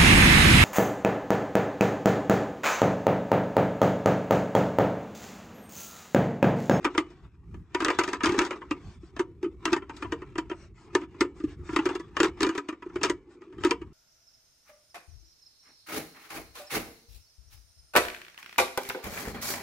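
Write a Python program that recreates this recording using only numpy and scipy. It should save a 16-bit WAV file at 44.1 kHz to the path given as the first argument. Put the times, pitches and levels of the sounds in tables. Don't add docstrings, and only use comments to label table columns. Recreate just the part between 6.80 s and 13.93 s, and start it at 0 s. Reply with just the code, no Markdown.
import sys
import numpy as np
from scipy import signal
from scipy.fft import rfft, irfft, next_fast_len
from scipy.io import wavfile
from scipy.ndimage import uniform_filter1d, map_coordinates

SR = 44100
rng = np.random.default_rng(int(sys.argv[2]) if len(sys.argv) > 2 else 0)


def dump_mix(stems):
    frames = np.atleast_2d(stems).T
    limited = np.clip(frames, -1, 1)
    pcm = np.round(limited * 32767).astype(np.int16)
    wavfile.write(sys.argv[1], SR, pcm)


N = 314433

# t/s, boom f/Hz, boom level/dB, clack level/dB, tick over clack/dB
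CONTACTS = [(0.045, 333, -29, -29.5, -9.5), (0.0494, 354, -20.5, -25, -12), (0.0635, 285, -29.5, -32, -32),
            (0.1491, 340, -33.5, -35.5, -21), (0.1784, 319, -18, -22.5, -8.5),
            (0.202, 358, -31.5, -43.5, -11), (.302, 338, -46, -65, -1), (0.7426, 332, -46, -53, -16),
            (0.9473, 360, -23, -27, -10), (1.0037, 331, -37, -29.5, -11.5), (1.021, 315, -23, -33, -11),
            (1.0471, 365, -35, -25.5, -3.5), (1.0595, 330, -27.5, -30.5, -16),
            (1.0825, 370, -33, -24, -13.5), (1.1017, 345, -29, -26, -12), (1.1292, 350, -37, -41, -19),
            (1.1879, 351, -22, -22, -9), (1.1929, 326, -33.5, -30, -3.5), (1.2092, 361, -29, -29.5, -19),
            (1.236, 340, -37.5, -32, -5), (1.2769, 338, -29, -33.5, -10.5), (1.2874, 352, -27.5, -39.5, -5),
            (1.3315, 383, -35.5, -29.5, -8.5), (1.406, 310, -42.5, -33, -21), (1.4346, 288, -21.5, -26, -9),
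            (1.4441, 315, -28.5, -27, -6.5), (1.4576, 337, -23.5, -27.5, -3.5),
            (1.467, 339, -25, -28.5, -9), (1.4926, 341, -22.5, -33.5, -9), (1.5206, 332, -23, -44.5, 2),
            (1.5441, 397, -26.5, -36.5, -14), (1.58, 286, -22.5, -34.5, -8),
            (1.5895, 305, -21, -22.5, -5.5), (1.6081, 377, -27, -30, -18),
            (1.6167, 356, -22.5, -31.5, -8.5), (1.6493, 347, -37, -42, 1.5), (1.6636, 362, -32.5, -41, -6),
            (1.7079, 353, -34, -32.5, -13.5), (1.7282, 380, -38, -39, -22), (1.817, 353, -52.5, -42.5, -28),
            (1.91, 308, -23.5, -30.5, -12.5), (2.231, 337, -42, -68, -14), (2.3647, 290, -42, -42.5, -10.5),
            (2.3932, 343.4, -25, -31, -12), (2.4011, 344.5, -20, -40, -11), (2.629, 362, -25, -45, -8.5),
            (2.6427, 370, -25.5, -43.5, -16.5), (2.6599, 339.5, -24.5, -62.5, -14),
            (2.854, 344, -29, -26.5, -5.5), (2.8747, 318, -25.5, -33.5, -18), (2.921, 346, -23.5, -47, -1),
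            (2.9297, 343, -19, -24.5, -6), (2.9637, 360, -28.5, -33.5, -14.5),
            (3.0206, 390, -39.5, -47.5, -24), (3.0951, 302, -38.5, -40, -16.5), (3.1664, 310, -67, -52, 2),
            (3.2235, 306, -35, -35, -14), (3.2453, 340, -34, -41.5, -34), (3.3216, 320.6, -27, -31, -12.5),
            (3.419, 365, -37, -45, -20), (3.555, 346, -36, -41.5, -19), (3.5816, 324, -23, -31, -9.5),
            (3.6977, 353, -34.5, -41, -14.5), (3.7132, 354, -27, -37.5, -21), (4.1509, 366, -17.5, -23, -8),
            (4.214, 311, -37.5, -47, -14), (4.2322, 320, -37, -50, -17), (4.3439, 298, -46, -58, -36),
            (4.408, 339, -21.5, -24.5, -5.5), (4.4124, 358.6, -15.5, -38, -1.5),
            (4.447, 366, -27.5, -49, -15), (4.601, 319, -35.5, -52, -12), (4.6385, 308.6, -21, -51.5, -6),
            (4.8908, 325, -30.5, -40.5, -24), (4.9305, 330, -29, -45.5, -8), (4.9621, 347, -22, -24, -9.5),
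            (4.9882, 320, -20.5, -31, -16.5), (5.056, 362, -24.5, -30.5, -8.5),
            (5.062, 365, -24, -34.5, -17.5), (5.0897, 360, -43, -34, -13), (5.1082, 362, -28.5, -43.5, -15),
            (5.1518, 360, -27.5, -38.5, -7), (5.1969, 339, -33.5, -45, -9.5),
            (5.3674, 352, -54.5, -27.5, -12), (5.4019, 335, -17.5, -22.5, -8),
            (5.4311, 355.4, -17.5, -26.5, -4.5), (5.4436, 355, -21.5, -28, -8.5),
            (5.453, 362, -20, -35, -7), (5.6061, 351, -24, -32, -4), (5.6192, 384, -24, -32, -6.5),
            (5.6305, 331, -20, -27, 0), (5.6453, 380, -22.5, -31.5, -12), (5.6659, 326, -21.5, -33, -7),
            (5.6905, 327, -24, -33, -9), (5.7505, 365, -30, -40, -10), (5.7779, 408, -30.5, -31, -9),
            (5.887, 309, -28.5, -35.5, -10.5), (5.9258, 330, -34.5, -46.5, -19),
            (6.0226, 365, -44.5, -43.5, -19.5), (6.061, 356, -32.5, -55.5, -17),
            (6.097, 337, -45, -54.5, -30), (6.1572, 357, -25, -37, -14.5), (6.213, 323, -30, -38.5, -13),
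            (6.2323, 340, -32.5, -26.5, -1.5), (6.237, 356, -40, -26, -4.5), (6.2459, 380, -25, -31, -2),
            (6.2557, 370, -32, -35.5, -4), (6.2977, 352, -21, -30, -5), (6.6184, 362, -47, -54.5, -16),
            (6.725, 300, -49, -57, -14), (6.7816, 350, -36.5, -52.5, -14), (6.8362, 385, -30, -29.5, -12),
            (6.8476, 348, -15.5, -28, -5.5), (6.8664, 321, -23.5, -39.5, -7.5),
            (6.9091, 344.5, -22.5, -24, -7), (7.0155, 338.4, -32.5, -48, -16)]


def amp(db):
    return 10 ** (np.asarray(db) / 20)


def unit(x):
    return x / np.sqrt(np.mean(x ** 2) + 1e-20)


def burst(x):
    return x / np.sqrt(np.mean(np.sum(x ** 2, axis=-1)) / (SR / 100) + 1e-20)


def along(points, hz):
    f, values = np.transpose(points)
    return np.interp(np.log(hz + 1), np.log(f + 1), values)


def curves(rows):
    times, *columns = np.transpose(rows)
    return [np.interp(np.arange(N) / SR, times, column) for column in columns]


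def wobble(rate):
    return map_coordinates(rng.standard_normal(int(N * rate / SR) + 4), [np.arange(N) * rate / SR])


def add(track, start_s, sound):
    start = max(0, round(start_s * SR))
    span = track[..., start:start + sound.shape[-1]]
    span += sound[..., :span.shape[-1]]


def swells(times, levels_db, before_s, after_s):
    t = np.arange(-(SR // 4), SR // 4) / SR
    shape = np.exp(np.minimum(t / before_s, -t / after_s))
    power = np.zeros(N)
    for s, db in zip(times, levels_db):
        early = max(0, -round((s + t[0]) * SR))
        add(power, s + t[0], (amp(db) * shape[early:]) ** 2)
    return np.sqrt(power)


def coloured(pair, spectrum, ripple_db=0):
    # f/Hz, coherence
    coherence = [(50, 0.88), (300, 1), (600, 0.98), (1200, 0.81), (2300, 1), (3100, 0.33), (4500, 0.59),
                 (8000, 0.88), (11500, 0.68)]
    n = pair.shape[-1]
    m = 2 * next_fast_len(n // 2 + 512)
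    hz = np.fft.rfftfreq(m, 1 / SR)
    cepstrum = irfft(np.log(amp(along(spectrum, hz))))
    if ripple_db:
        bumps = rng.standard_normal((len(pair), 1, m)) * np.exp(-(np.arange(m) / (0.0064 * SR)) ** 2)
        bumps /= np.sqrt(2 * np.sum(bumps ** 2, axis=-1, keepdims=True))
        cepstrum = cepstrum + np.log(amp(ripple_db)) * bumps
    cepstrum[..., 1:m // 2] *= 2
    cepstrum[..., m // 2 + 1:] = 0
    filtered = rfft(pair, m) * np.exp(rfft(cepstrum))
    angle = np.arccos(np.clip(along(coherence, hz), -1, 1)) / 2
    mid, side = filtered[..., 0, :] * np.cos(angle), filtered[..., 1, :] * np.sin(angle)
    return irfft(np.stack([mid + side, mid - side], axis=-2), m)[..., :n]


def patchy(x, depth_db):
    frames = signal.stft(x, nperseg=1024)[2]
    field = uniform_filter1d(rng.standard_normal(frames.shape[1:]), size=3, axis=0)
    field = uniform_filter1d(field, size=7, axis=1)
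    return signal.istft(frames * amp(depth_db * unit(field)), nperseg=1024)[1][:, :N]


def strokes(rows, spectrum, patchy_db):
    speed = np.zeros(N)
    for start, end, db in rows:
        add(speed, start, amp(db) * np.sin(np.linspace(0, np.pi, int((end - start) * SR))))
    noise = coloured(rng.standard_normal((2, N)), spectrum)
    return speed * unit(patchy(noise, patchy_db))


def yard_echo(x, wet_db):
    # f/Hz, t60/s
    decay = [(200, 0.35), (1500, 0.17), (5000, 0.15), (11000, 0.11)]
    hz, t, frames = signal.stft(rng.standard_normal((2, SR // 2)), SR, nperseg=256)
    tail = signal.istft(frames * amp(-60 * t / along(decay, hz)[:, None]), SR, nperseg=256)[1]
    onset = 1 - np.exp(-np.arange(tail.shape[1]) / (0.0028 * SR))
    tail = coloured(tail * onset, [(100, 0.011), (10000, 0)])
    tail /= np.linalg.norm(tail[0])
    return amp(wet_db) * signal.fftconvolve(x.mean(axis=0)[None], tail, axes=1)[:, :N]


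def handling_rumble():
    # t/s, level/dB
    grip = [(0, -62), (.45, -48.5), (.58, -57.5), (.95, -52.5), (1.62, -54.5), (1.78, -60), (1.9, -49.5),
            (4.05, -52), (4.55, -52.5), (4.8, -43), (5.15, -52), (5.6, -50), (5.74, -74), (6.02, -61),
            (6.17, -49), (6.35, -53.5), (6.46, -64), (6.68, -69), (6.79, -48)]
    # start t/s, end t/s, level/dB
    shoves = [(0.622, 0.873, -42.5), (1.408, 1.568, -40), (2.033, 2.127, -52), (3.224, 3.325, -42),
              (4.633, 4.717, -42), (5.553, 5.678, -49)]
    # f/Hz, level/dB
    rumble = [(15, -25.5), (30, -9), (55, 4.5), (85, 3.5), (120, -2), (180, -4.5), (240, -12.5), (400, -19),
              (700, -56.5)]
    times, _, boom_db, _, _ = np.transpose(CONTACTS)
    lumps = amp(2.4 * wobble(24)) * rng.standard_normal((2, N))
    thumps = swells(times, boom_db - 32, before_s=0.0071, after_s=0.025)
    push = np.hypot(amp(curves(grip)[0]), thumps)
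    for start, end, db in shoves:
        add(push, start, amp(db) * np.hanning(int((end - start) * SR)))
    return push * unit(coloured(lumps, rumble))


def sleeve_rustle():
    # start t/s, end t/s, level/dB
    swishes = [(1.97, 2.196, -59.5), (2.195, 2.327, -64), (3.1, 3.31, -57.5), (3.73, 3.9, -58.5),
               (3.937, 4.09, -60), (4.167, 4.265, -60), (4.54, 4.655, -59.5), (4.662, 4.762, -56),
               (4.83, 5.0, -51.5), (6.483, 6.57, -63.5), (6.79, 6.857, -54)]
    # f/Hz, level/dB
    cloth = [(200, -7), (600, 7.5), (1300, 10.5), (2500, 5), (3500, 0), (7500, -4), (8700, -8), (9600, -31),
             (12000, -65.5)]
    return strokes(swishes, cloth, patchy_db=4.5)


def bowed_wire():
    # start t/s, end t/s, level/dB
    bowing = [(1.0, 1.35, -55), (1.93, 2.26, -72.5), (4.15, 4.28, -66), (4.93, 5.29, -60.5)]
    # f/Hz, level/dB
    resonances = [(2900, -28.5), (3280, -9), (3360, 4), (3430, -25), (3490, 7), (3580, -9), (4000, -27.5),
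                  (6000, -40.5)]
    return strokes(bowing, resonances, patchy_db=2.5)


def coil_scrape(slips_per_s, spread_db, steady_force, hiss_db, patchy_db, grip_db):
    # t/s, hum level/dB, rasp level/dB
    pressure = [(0, -46.5, -60.5), (.3, -61, -62.5), (.58, -69, -71), (.9, -69, -71.5), (1.05, -46, -54),
                (1.8, -45, -56), (2.0, -55.5, -65), (2.2, -66, -69), (2.5, -53, -73), (2.75, -56.5, -72),
                (3.25, -50, -58.5), (3.95, -62, -72.5), (4.25, -53.5, -62), (4.55, -54, -72),
                (5.1, -54, -63), (6.3, -54, -64.5), (6.5, -54.5, -71), (6.75, -50.5, -67),
                (7.13, -61, -70.5)]
    # start t/s, end t/s, level/dB
    drags = [(0.084, 0.175, -50), (0.964, 1.183, -41.5), (1.192, 1.381, -43.5), (1.413, 1.683, -38),
             (1.657, 1.795, -50.5), (2.86, 2.98, -45), (4.91, 5.182, -47.5), (5.38, 5.505, -40.5),
             (5.563, 5.805, -48.5), (6.22, 6.309, -39.5), (6.597, 6.68, -61.5), (6.84, 6.944, -43.5)]
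    # f/Hz, level/dB
    cavity = [(100, -32.5), (200, -11.5), (260, -5.5), (310, -0.5), (360, 6.5), (420, -5), (520, -18),
              (800, -56.5)]
    walls = [(300, -23), (520, -9.5), (720, 1), (980, 7.5), (1250, 7.5), (1500, -0.5), (2000, 0.5),
             (2650, -2.5), (3200, -10.5), (4500, -38.5)]
    hiss = [(2200, -11), (3400, 11), (4200, 7.5), (7000, 2), (8500, -2), (9400, -27), (11400, -17),
            (12400, -43.5)]
    t = np.arange(N) / SR
    times, _, boom_db, clack_db, _ = np.transpose(CONTACTS)
    creep_hum, creep_rasp = amp(np.array(curves(pressure)) + 2.5 * wobble(12))
    hum = np.hypot(creep_hum, swells(times, boom_db - 23, before_s=0.014, after_s=0.05))
    ramp_s, slip_decay_s = 0.022, 0.0051
    dragging = sum(amp(db) * np.clip(np.minimum(t - start, end - t) / ramp_s, 0, 1)
                   for start, end, db in drags)
    friction = np.hypot(dragging, swells(times, clack_db - 23.5, before_s=0.024, after_s=0.013))
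    slipping = rng.random(N) < slips_per_s / SR
    slips = slipping * amp(spread_db * np.clip(rng.standard_normal(N), -2, 2))
    slip_power = signal.lfilter([1], [1, -np.exp(-1 / (slip_decay_s * SR))], slips ** 2)
    force = np.sqrt(steady_force ** 2 + unit(slip_power)) * amp(grip_db * wobble(22))

    def rub(spectrum):
        return unit(coloured(force * rng.standard_normal((2, N)), spectrum))

    rasp = unit(patchy(rub(walls) + amp(hiss_db) * rub(hiss), patchy_db))
    return np.hypot(hum, friction) * rub(cavity) + np.hypot(creep_rasp, friction) * rasp


def wire_ring(ring_db, scatter_db):
    # f/Hz, level/dB, t60/s
    wire_modes = [(288.7, 19.5, 0.18), (361, 12, 0.4), (404, -6.5, 0.19), (722, 1, 0.2), (990, -6.5, 0.1),
                  (1243, -4, 0.29), (1710, -8, .36), (2030, -11, 0.24), (2270, -8, 0.51), (2770, -4.5, .18),
                  (2980, -10.5, 0.44), (3340, -11, 0.23), (5100, -16.5, 0.1), (7640, -23.5, .36)]
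    t = np.arange(SR // 2) / SR
    hz, db, t60 = np.transpose(wire_modes)
    t60 = np.minimum(t60, 0.4)
    modes = amp(db[:, None] - 60 * t / t60[:, None]) * np.sin(2 * np.pi * hz[:, None] * t)
    chance = rng.standard_normal((len(CONTACTS), 2, len(hz)))
    strengths = np.sign(chance[:, 0]) * amp(scatter_db * chance[:, 1])
    out = np.zeros(N)
    for (s, _, _, clack_db, _), ring in zip(CONTACTS, strengths @ modes):
        add(out, s, amp(ring_db + clack_db) * ring)
    return out


def cavity_boom(swell_s, lag_s, roundness, ring_db, ring_t60):
    t = np.arange(SR // 5) / SR
    push = (t / swell_s * np.exp(1 - t / swell_s)) ** roundness
    ring = amp(ring_db - 60 * t / ring_t60) * (1 - np.exp(-t / swell_s)) ** 2
    out = np.zeros(N)
    for s, hz, db, *_ in CONTACTS:
        add(out, s + lag_s, amp(db) * burst((push + ring) * np.sin(2 * np.pi * hz * t)))
    return out


def impacts(levels_db, spectrum, t60, crack, rise_s, smear_s, shared, scuff_db, ripple_db):
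    lead_s = 0.005
    t = np.arange(SR // 8) / SR - lead_s
    after = np.maximum(t, 0)
    common = np.sqrt(shared) * rng.standard_normal((2, len(t)))
    fresh = np.sqrt(1 - shared) * rng.standard_normal((len(levels_db), 2, len(t)))
    hardness = amp(0.26 * (levels_db - levels_db.max()))[:, None, None]
    gap_s = np.diff(np.transpose(CONTACTS)[0], prepend=-1)[:, None, None]
    attack_s = rise_s + smear_s * (1 - hardness) * np.exp(-gap_s / 0.11)
    onset = 1 - np.exp(-after / attack_s)
    decay = amp(-60 * after / t60) + crack * hardness * amp(-60 * after / 0.0069)
    scuff = amp(scuff_db - 60 * np.abs(t) / 0.013)
    sounds = coloured((common + fresh) * (onset * decay + scuff), spectrum, ripple_db)
    out = np.zeros((2, N))
    for (s, *_), db, sound in zip(CONTACTS, levels_db, sounds):
        add(out, s - lead_s, amp(db) * burst(sound))
    return out


def coil_clacks():
    # f/Hz, level/dB
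    wall_spectrum = [(150, -27), (450, -3.5), (620, -8.5), (760, -11.5), (880, -3), (980, 4), (1090, -4),
                     (1240, 6.5), (1400, -3), (1580, -17), (1800, -24), (3000, -58)]
    rim_spectrum = [(1100, -20.5), (1500, -3), (1700, -1), (1950, -2), (2150, -7.5), (2400, -3), (2900, -7),
                    (3150, -9), (3600, -28), (6000, -82)]
    tick_spectrum = [(2300, -49), (3300, 3), (3600, 5), (4100, 0.5), (5050, 1), (5600, -5), (6800, -0.5),
                     (8300, -5.5), (9200, -10), (10100, -19.5), (11400, -14.5), (12400, -33.5)]
    _, _, _, clack_db, edge_db = np.transpose(CONTACTS)
    shift_db = 0.13 * edge_db
    wall = impacts(clack_db - 0.5 - shift_db, wall_spectrum, t60=0.093, crack=1.5,
                   rise_s=0.00039, smear_s=0.0017, shared=0.2, scuff_db=-20.5, ripple_db=4.5)
    rim = impacts(clack_db + shift_db, rim_spectrum, t60=0.066, crack=3.5,
                  rise_s=0.0006, smear_s=0.007, shared=0.15, scuff_db=-14, ripple_db=4)
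    tick = impacts(clack_db + edge_db, tick_spectrum, t60=0.068, crack=9.5,
                   rise_s=0.0003, smear_s=0.0085, shared=0.51, scuff_db=-3.5, ripple_db=3)
    return wall + rim + tick


def scene():
    contacts = coil_clacks()
    contacts += cavity_boom(swell_s=0.0055, lag_s=0.00047, roundness=1.95, ring_db=-4.5, ring_t60=0.11)
    contacts += wire_ring(ring_db=-26.5, scatter_db=3.5)
    scrape = coil_scrape(slips_per_s=280, spread_db=3.5, steady_force=0.6,
                         hiss_db=-13, patchy_db=3.7, grip_db=1.5)
    friction = scrape + bowed_wire() + sleeve_rustle()
    return contacts + yard_echo(contacts, wet_db=-21.5) + friction + handling_rumble()


def record(dry):
    # f/Hz, level/dB
    imbalance = [(1100, 1.5), (1600, 1.5), (2400, -1.5), (3700, 4), (5500, 9), (8400, -1.5), (11000, 0)]
    # f/Hz, phase/rad
    phase_lead = [(1290, .15), (2410, 0), (3100, 1.6), (3700, .9), (6100, .7), (6900, .1), (8600, -.5),
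                  (9300, -3), (10700, -3.5), (11200, -5.8), (12000, -6.3)]
    ceiling, cutoff_hz = 0.4, 12200
    m = next_fast_len(N + SR // 2)
    hz = np.fft.rfftfreq(m, 1 / SR)
    shadow = np.clip((hz - 400) / 600, 0, 1)
    sides = np.array([[0.5], [-0.5]]) * shadow
    ports = amp(sides * along(imbalance, hz)) * np.exp(1j * sides * along(phase_lead, hz))
    pair = irfft(rfft(dry, m) * ports, m)
    rounded = pair / (1 + np.abs(pair / ceiling) ** 6) ** (1 / 6)
    low_pass = 1 / np.sqrt(1 + (hz / cutoff_hz) ** 80)
    return irfft(rfft(rounded) * low_pass, m)[:, :N]


dry = scene()
out = record(dry)
dump_mix(out)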